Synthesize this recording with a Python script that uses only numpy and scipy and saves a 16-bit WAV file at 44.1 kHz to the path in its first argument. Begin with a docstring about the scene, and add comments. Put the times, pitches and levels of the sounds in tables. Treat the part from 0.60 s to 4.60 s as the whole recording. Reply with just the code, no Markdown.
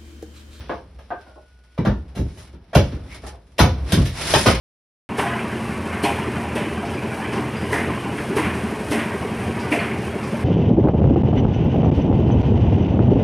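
"""In a small tiled room, over a low wavering hum, a steel hook on a long pole scrapes at a rumbling wall.
The hook knocks on the hard frame, and its steel head rings on. From about 1.2 s it bites into the wallboard:
each blow cracks the gypsum and makes the hollow wall boom, and grit trickles in between.
Near 2.5 s the prying hook squeaks. At last a slab tears loose in a shower of crumbs and crashes down."""
import sys
import numpy as np
from scipy import signal
from scipy.fft import rfft, irfft
from scipy.io import wavfile

SR = 44100
rng = np.random.default_rng(int(sys.argv[2]) if len(sys.argv) > 2 else 0)


def transcribe(signal):
    """Save signal, clipped to [-1, 1], as a 16-bit WAV file at the path in sys.argv[1]."""
    frames = np.atleast_2d(signal).T
    limited = np.clip(frames, -1, 1)
    pcm = np.round(limited * 32767).astype(np.int16)
    wavfile.write(sys.argv[1], SR, pcm)


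N = 176400
HIT_N = SR  # samples in one hit and its echo
AGE, HZ = np.arange(HIT_N) / SR, np.fft.rfftfreq(HIT_N, 1 / SR)  # time and frequency axes of a hit


def undb(db):
    """Turn decibels into a factor to multiply by."""
    return 10 ** (np.asarray(db) / 20)


def unit(x):
    """Scale x to an average (rms) size of 1."""
    return x / np.sqrt(np.mean(x ** 2))


def on_log(hz, points):
    """Read between (frequency, value) points, with octaves evenly spaced."""
    f, values = np.array(points).T
    return np.interp(np.log(hz + 1), np.log(f), values)


def shape(x, gain):
    """Filter x: gain(f) says how much of each frequency to keep."""
    n = x.shape[-1]
    return irfft(rfft(x) * gain(np.fft.rfftfreq(n, 1 / SR)), n)


def causal(gain):
    """Turn a gain curve into a filter that makes no sound before the hit (minimum phase)."""
    cepstrum = irfft(np.log(gain + 1e-5))
    cepstrum[1:HIT_N // 2] *= 2
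    cepstrum[HIT_N // 2 + 1:] = 0
    return np.exp(rfft(cepstrum))


def peak(hz, width_hz):
    """A bump of height 1 around one frequency."""
    return 1 / (1 + (2 * (HZ - hz) / width_hz) ** 2)


def burst(x, db, span_s=.04):
    """Give a hit the energy of a steady sound that lasts span_s at this level."""
    return unit(x) * undb(db) * np.sqrt(span_s * SR / HIT_N)


def add(out, start, x):
    """Mix x in from a start time."""
    i = int(start * SR)
    out[:, i:i + x.shape[-1]] += x[:, :N - i]


def grains(n, per_s, spread_db=4):
    """Random clicks, most small and a few large."""
    size = undb(spread_db * np.minimum(rng.exponential(size=n), 5))
    return (rng.random(n) < per_s / SR) * size * rng.choice([-1, 1], n)


# How wide the sound is heard, swinging narrow and wide from pitch to pitch (f/Hz, side level over middle
# level/dB)
STEREO_WIDTH = [(130, -51), (260, -18), (430, -8), (580, -12), (1050, -4.5), (1800, -15.5), (2750, -2.5),
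                (4600, -2.5), (5400, -5), (6400, 0.5), (7700, 20), (8900, 10), (10500, -16)]
def stereo_noise(n):
    """Noise that is alike in both ears in the bass and wide in the treble."""
    mid, side = rng.standard_normal((2, n))
    side = shape(side, lambda f: undb(on_log(f, STEREO_WIDTH)))
    pair = np.array([mid + side, mid - side])
    return shape(pair, lambda f: 1 / np.hypot(1, undb(on_log(f, STEREO_WIDTH))))


# How long the room echoes (f/Hz, time to fade by 60 dB/s)
ECHO_TIMES = [(200, 0.3), (700, 0.25), (2000, 0.24), (5000, 0.26), (11000, 0.17)]
def room(direct_db=-9, rise_s=.00058):
    """One click in the room: the direct sound, then dense echoes off the tiles."""
    noise = stereo_noise(HIT_N)
    centres, fades = zip(*ECHO_TIMES)
    tail = 0
    for weights, fade_s in zip(np.eye(len(centres)), fades):
        band = shape(noise, lambda f: on_log(f, list(zip(centres, weights))))
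        tail = tail + band * 1000 ** (-AGE / fade_s)
    spectrum = rfft(tail)
    tail = irfft(spectrum / np.mean(np.abs(spectrum) ** 2, axis=0) ** .25)  # tame chance peaks
    tail *= (1 - np.exp(-AGE / rise_s)) * np.clip(2 - 4 * AGE, 0, 1)
    tail = unit(tail) / np.sqrt(HIT_N)
    tail[:, 0] += undb(direct_db)
    return tail


# Tone of the room's air (f/Hz, relative level/dB)
AIR_TONE = [(150, 21), (600, 19.5), (2000, -22), (12000, 1)]
def hum_and_air(hum_hz=66, waver_hz=2.6, hum_db=-54, air_db=-75):
    """A low hum wavers in pitch over the faint noise of the air."""
    drift = unit(shape(rng.standard_normal(N), lambda f: np.exp(-f / 4)))
    hum = np.sin(2 * np.pi * np.cumsum(hum_hz + waver_hz * drift) / SR)
    air = shape(stereo_noise(N), lambda f: undb(on_log(f, AIR_TONE)))
    return undb(hum_db) * unit(hum) + undb(air_db) * unit(air)


# How loud the strained wall groans (t/s, level/dB)
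RUMBLE_LEVELS = [(0, -37), (.35, -45.5), (.6, -49), (1.14, -59.5), (1.45, -40), (2.07, -46.5), (2.38, -33),
                 (2.92, -50), (3.2, -27), (3.68, -38), (4, -39)]
# Tone of that groan (f/Hz, relative level/dB)
RUMBLE_TONE = [(20, -37), (48, -1), (66, 13), (78, 0), (600, -20), (1500, -29.5), (5000, -66)]
def wall_rumble(t):
    """The hollow wall rumbles while the hook drags and levers at it."""
    rumble = shape(stereo_noise(N), lambda f: undb(on_log(f, RUMBLE_TONE)))
    return unit(rumble) * undb(np.interp(t, *np.array(RUMBLE_LEVELS).T))


# Pitches at which the board and the hook in it ring (f/Hz, width/Hz, boost/dB)
BOARD_PEAKS = [(69.2, 5.3, 6), (396, 33, 3), (520.6, 24, 5.5), (638, 123, 3.5), (899, 84, 3.5),
               (1377, 36, 1), (2300, 33, 3.5), (3510, 14, 7), (4600, 190, -8.5)]
def board_boost_db():
    """The board and hook make some pitches louder and one softer."""
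    return sum(db * peak(hz, width) for hz, width, db in BOARD_PEAKS)


# Scraping and falling crumbs, before each layer's boost (t/s, rasp level/dB, grit level/dB)
CRUMB_LEVELS = [(0, -48.5, -64.5), (.17, -49.5, -68.5), (.25, -63.5, -73), (.67, -56.5, -68),
                (.83, -65.5, -72.5), (1.48, -62, -73.5), (1.7, -57.5, -64.5), (1.81, -57, -50),
                (1.88, -54, -61), (2, -70.5, -85), (2.29, -45, -56), (2.4, -60, -70), (2.548, -47, -52),
                (2.6, -55.5, -65), (2.681, -48.5, -48), (2.78, -63.5, -73.5), (2.94, -66, -70),
                (3.1, -38, -67), (3.24, -50.5, -60), (3.329, -30.5, -37), (3.52, -45.5, -48.5),
                (3.59, -31, -36.5), (3.759, -24.5, -25), (3.839, -35.5, -34), (3.888, -25, -27.5),
                (4, -37.5, -52.5)]
# Tone of the rough rasp (f/Hz, relative level/dB)
RASP_TONE = [(200, 4.5), (1400, -1), (2300, 1), (6000, -5.5), (7500, -30), (12000, -20)]
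# Tone of the fine grit (f/Hz, relative level/dB)
GRIT_TONE = [(2000, -3), (5000, 6), (7000, 3), (10500, 2), (12500, -13)]
def crumbs(t, spots=4, per_s=650, ring_share=.37, rasp_boost_db=1, grit_boost_db=3):
    """Gypsum grains rasp under the hook and shower down at several spots as the slab tears away."""
    times, rasp_db, grit_db = np.array(CRUMB_LEVELS).T
    clicks = sum(rfft(grains(N, per_s / spots)) * rfft(room(), N) for _ in range(spots))
    out = 0
    for levels, tone in ((rasp_db + rasp_boost_db, RASP_TONE), (grit_db + grit_boost_db, GRIT_TONE)):
        one_grain = irfft(causal(undb(on_log(HZ, tone) + ring_share * board_boost_db())))
        shower = unit(irfft(clicks * rfft(one_grain, N), N))
        out = out + shower * undb(np.interp(t, times, levels))
    return out


# Knocks on the frame (t/s, level/dB, pitch factor, treble cut-off/Hz, spot from hook's point 0 to back 1)
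FRAME_KNOCKS = [(.095, -24, 1.01, 2100, 0), (.505, -25.5, 1.023, 1830, 1), (.665, -46.5, .92, 1100, 1),
                (.76, -44, .9, 905, 0.61), (2.672, -46, 1.2, 1500, 0.79), (2.724, -45.5, 1, 980, 0.65)]
# Notes of hook and pole (f/Hz, width/Hz, level when hit on the point/dB, level when hit on the back/dB)
HOOK_NOTES = [(345, 170, 5.5, 0), (515, 34, 8, 0), (686.6, 35, 6, 12), (858, 35, 5, 3.5), (922, 34, 3, 0.5),
              (1070, 81, 1.5, -4), (1198, 24, 0, 3.5), (1526, 35, -2, 8.5), (1659, 14, 3, -14),
              (2680, 2400, -16, -19.5)]
# The head chatters within each knock (t/s after the knock, relative level/dB)
BOUNCES = [(0, -1.5), (.004, -1.5), (.018, -6.5)]
def hook_knocks(bass_cut_hz=200):
    """Each knock rings the hook and its pole; the spot that lands sets the mix of notes."""
    out = np.zeros((2, N))
    for start, db, pitch, top_hz, spot in FRAME_KNOCKS:
        power = sum(undb(point_db + spot * (back_db - point_db)) ** 2 * peak(hz * pitch, width)
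                    for hz, width, point_db, back_db in HOOK_NOTES)
        tone = np.sqrt(power / (1 + (HZ / top_hz) ** 4))
        tone *= HZ ** 2 / (HZ ** 2 + bass_cut_hz ** 2)
        chatter = sum(undb(bounce_db) * rfft(room()) * np.exp(-2j * np.pi * HZ * delay)
                      for delay, bounce_db in BOUNCES)
        add(out, start, burst(irfft(chatter * causal(tone)), db))
    return out


# Notes of the free steel head (f/Hz, level/dB, time to fade by 60 dB/s)
STEEL_NOTES = [(1465, -58, 6.3), (607, -65, 2)]
def steel_ring(start_s=.505):
    """After one knock the head swings free and sings on, faded out after a second."""
    out = np.zeros((2, N))
    ring = sum(undb(db) * np.sin(2 * np.pi * hz * AGE) * 1000 ** (-AGE / fade_s)
               for hz, db, fade_s in STEEL_NOTES)
    fade_out = np.minimum(1, (1 - AGE) * 10)
    add(out, start_s, (ring * fade_out)[None])
    return out


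def panel_ring(spectrum, delay, rise_s, fade_s):
    """The struck panel starts late, builds up and dies away."""
    noise = signal.hilbert(irfft(spectrum))
    steadier = noise.real / np.sqrt(np.abs(noise).mean(axis=0))
    age = np.maximum(AGE - delay, 0)
    return steadier * (1 - np.exp(-age / rise_s)) * 1000 ** (-age / fade_s)


def slap(delay, hz, decay_s):
    """A few swings that die quickly after a sudden push."""
    age = np.maximum(AGE - delay, 0)
    return unit(np.sin(2 * np.pi * hz * age) * age * np.exp(-2 * age / decay_s))


# Blows on the board (t/s, then level/dB of boom, body, knock, crack and dust,
# then crumbling time/s, bass delay/s, panel f/Hz)
BOARD_BLOWS = [(.388, -62, -59, -47.5, -56, -62, 0.0052, 0.006, 153),
               (1.178, -31.5, -17.5, -32, -43, -56, 0.0037, .011, 187),
               (1.250, -18.5, -15, -22.5, -36, -46, .011, .02, 195),
               (1.551, -57, -28.5, -38.5, -41.5, -45, 0.013, 0.012, 134),
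               (1.582, -20, -21, -47, -53, -49, .0086, 0.0067, 131),
               (1.773, -41, -46, -47.5, -50, -52, 0.0086, 0.0043, 250),
               (1.934, -47, -41.5, -54.5, -62.5, -72, 0.0081, .004, 348),
               (2.131, -53, -42, -28, -40, -50, 0.0084, 0.0052, 218),
               (2.149, -55, -47, -34, -28.5, -29.5, 0.0025, .004, 218),
               (2.153, -15.5, -8.5, -13, -22.5, -31.5, 0.0026, .0085, 128),
               (2.315, -27, -30, -44, -48, -61, 0.013, 0.0092, 108),
               (2.636, -37, -45, -37.5, -61, -70, 0.0052, 0.005, 193),
               (2.982, -52, -32, -33.5, -22.5, -30, 0.0084, .0061, 128),
               (2.991, -11.5, -12, -12.5, -18.5, -22.5, 0.0065, .0108, 137),
               (3.036, -17, -24.5, -27, -55, -56, 0.0067, 0.0013, 130),
               (3.321, -23, -14, -27, -22.5, -24.5, 0.0033, 0.01, 176),
               (3.372, -15, -13.5, -31.5, -52, -60, 0.0073, 0.0025, 127),
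               (3.450, -30, -40, -48, -34, -37, 0.014, 0.0066, 129),
               (3.738, -29, -18.5, -13.5, -17.5, -25, 0.0021, 0.0069, 214),
               (3.748, -36, -30.5, -26.5, -24.5, -38, 0.0019, 0.0016, 212),
               (3.859, -16.5, -14, -12.5, -18.5, -25, 0.0074, .0078, 235)]
# Tone of breaking board (f/Hz, relative level/dB)
BREAK_TONE = [(25, -24), (42, -11.5), (60, 4), (120, -4), (250, -8), (450, -15.5), (1600, -22.5),
              (3500, -25), (5600, -28), (7400, -38), (11000, -40)]
# Borders between boom, body, knock, crack and dust (f/Hz)
BAND_EDGES = [105, 400, 1800, 6200]
def wallboard_blows(fractures_per_s=2500, fracture_db=4.5, panel_boost_db=6, slap_db=-2, clack_hz=625):
    """Each blow is a clack and a run of tiny breaks; the panel slaps back and the hollow wall booms."""
    tone = unit(undb(on_log(HZ, BREAK_TONE) + board_boost_db()))
    below = [0 * HZ] + [1 / (1 + (HZ / edge) ** 8) for edge in BAND_EDGES] + [1 + 0 * HZ]
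    bands = [causal(tone * np.sqrt(np.abs(hi - lo))) for lo, hi in zip(below, below[1:])]
    out = np.zeros((2, N))
    for start, *levels, crumble_s, delay, panel_hz in BOARD_BLOWS:
        sharpness = 1 / (1 + crumble_s / .0041)  # blows that crumble longer start more softly
        fractures = grains(HIT_N, fractures_per_s) * np.sqrt(AGE) * np.exp(-AGE / crumble_s)
        force = undb(fracture_db) * unit(fractures + 1e-18) / np.sqrt(HIT_N)
        force[0] += sharpness
        echoed = rfft(force) * rfft(room())
        knock, crack, dust = [irfft(echoed * band) for band in bands[2:]]
        panel = rfft(stereo_noise(HIT_N)) * undb(panel_boost_db * peak(panel_hz, width_hz=33))
        boom = panel_ring(panel * bands[0], delay, rise_s=.015, fade_s=.39)
        body = panel_ring(panel * bands[1], delay, rise_s=.0017, fade_s=.32)
        snap = undb(slap_db) * sharpness
        body = unit(body) + snap * slap(delay, panel_hz, decay_s=.0041)  # the panel's first flex
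        knock = unit(knock) + snap * slap(0, clack_hz, decay_s=.0029)  # the hook's first touch
        parts = (boom, body, knock, crack, dust)
        add(out, start, sum(burst(part, db) for part, db in zip(parts, levels)))
    return out


def squeak(t, at_s=2.535, spread_s=.034, hz=2200, width_hz=300, db=-47):
    """The prying hook sticks and slips on the board; the slips ring at one pitch."""
    slips = irfft(rfft(grains(N, per_s=650)) * rfft(room(), N), N)
    ring = shape(slips, lambda f: 1 / (1 + 2j * (f - hz) / width_hz))
    return unit(ring) * undb(db) * np.exp(-((t - at_s) / spread_s) ** 2 / 2)


def scene():
    """Add up the short sounds and the ones that run throughout."""
    t = np.arange(N) / SR
    short_sounds = wallboard_blows() + hook_knocks() + steel_ring() + squeak(t)
    return short_sounds + crumbs(t) + wall_rumble(t) + hum_and_air()


def record(dry, shared_bass_hz=170, low_hz=24, ceiling=.85, top_hz=12000):
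    """Two close microphones hear the same bass; the deepest lows are removed and peaks are rounded off, and the
    recorder cuts the highs."""
    mid = dry.mean(axis=0)
    pair = mid + shape(dry - mid, lambda f: f ** 4 / (f ** 4 + shared_bass_hz ** 4))
    pair = signal.sosfilt(signal.butter(2, low_hz, "high", fs=SR, output="sos"), pair)
    rounded = pair / (1 + (pair / ceiling) ** 6) ** (1 / 6)
    return signal.sosfiltfilt(signal.ellip(8, .1, 50, top_hz, fs=SR, output="sos"), rounded)


dry = scene()
out = record(dry)
transcribe(out)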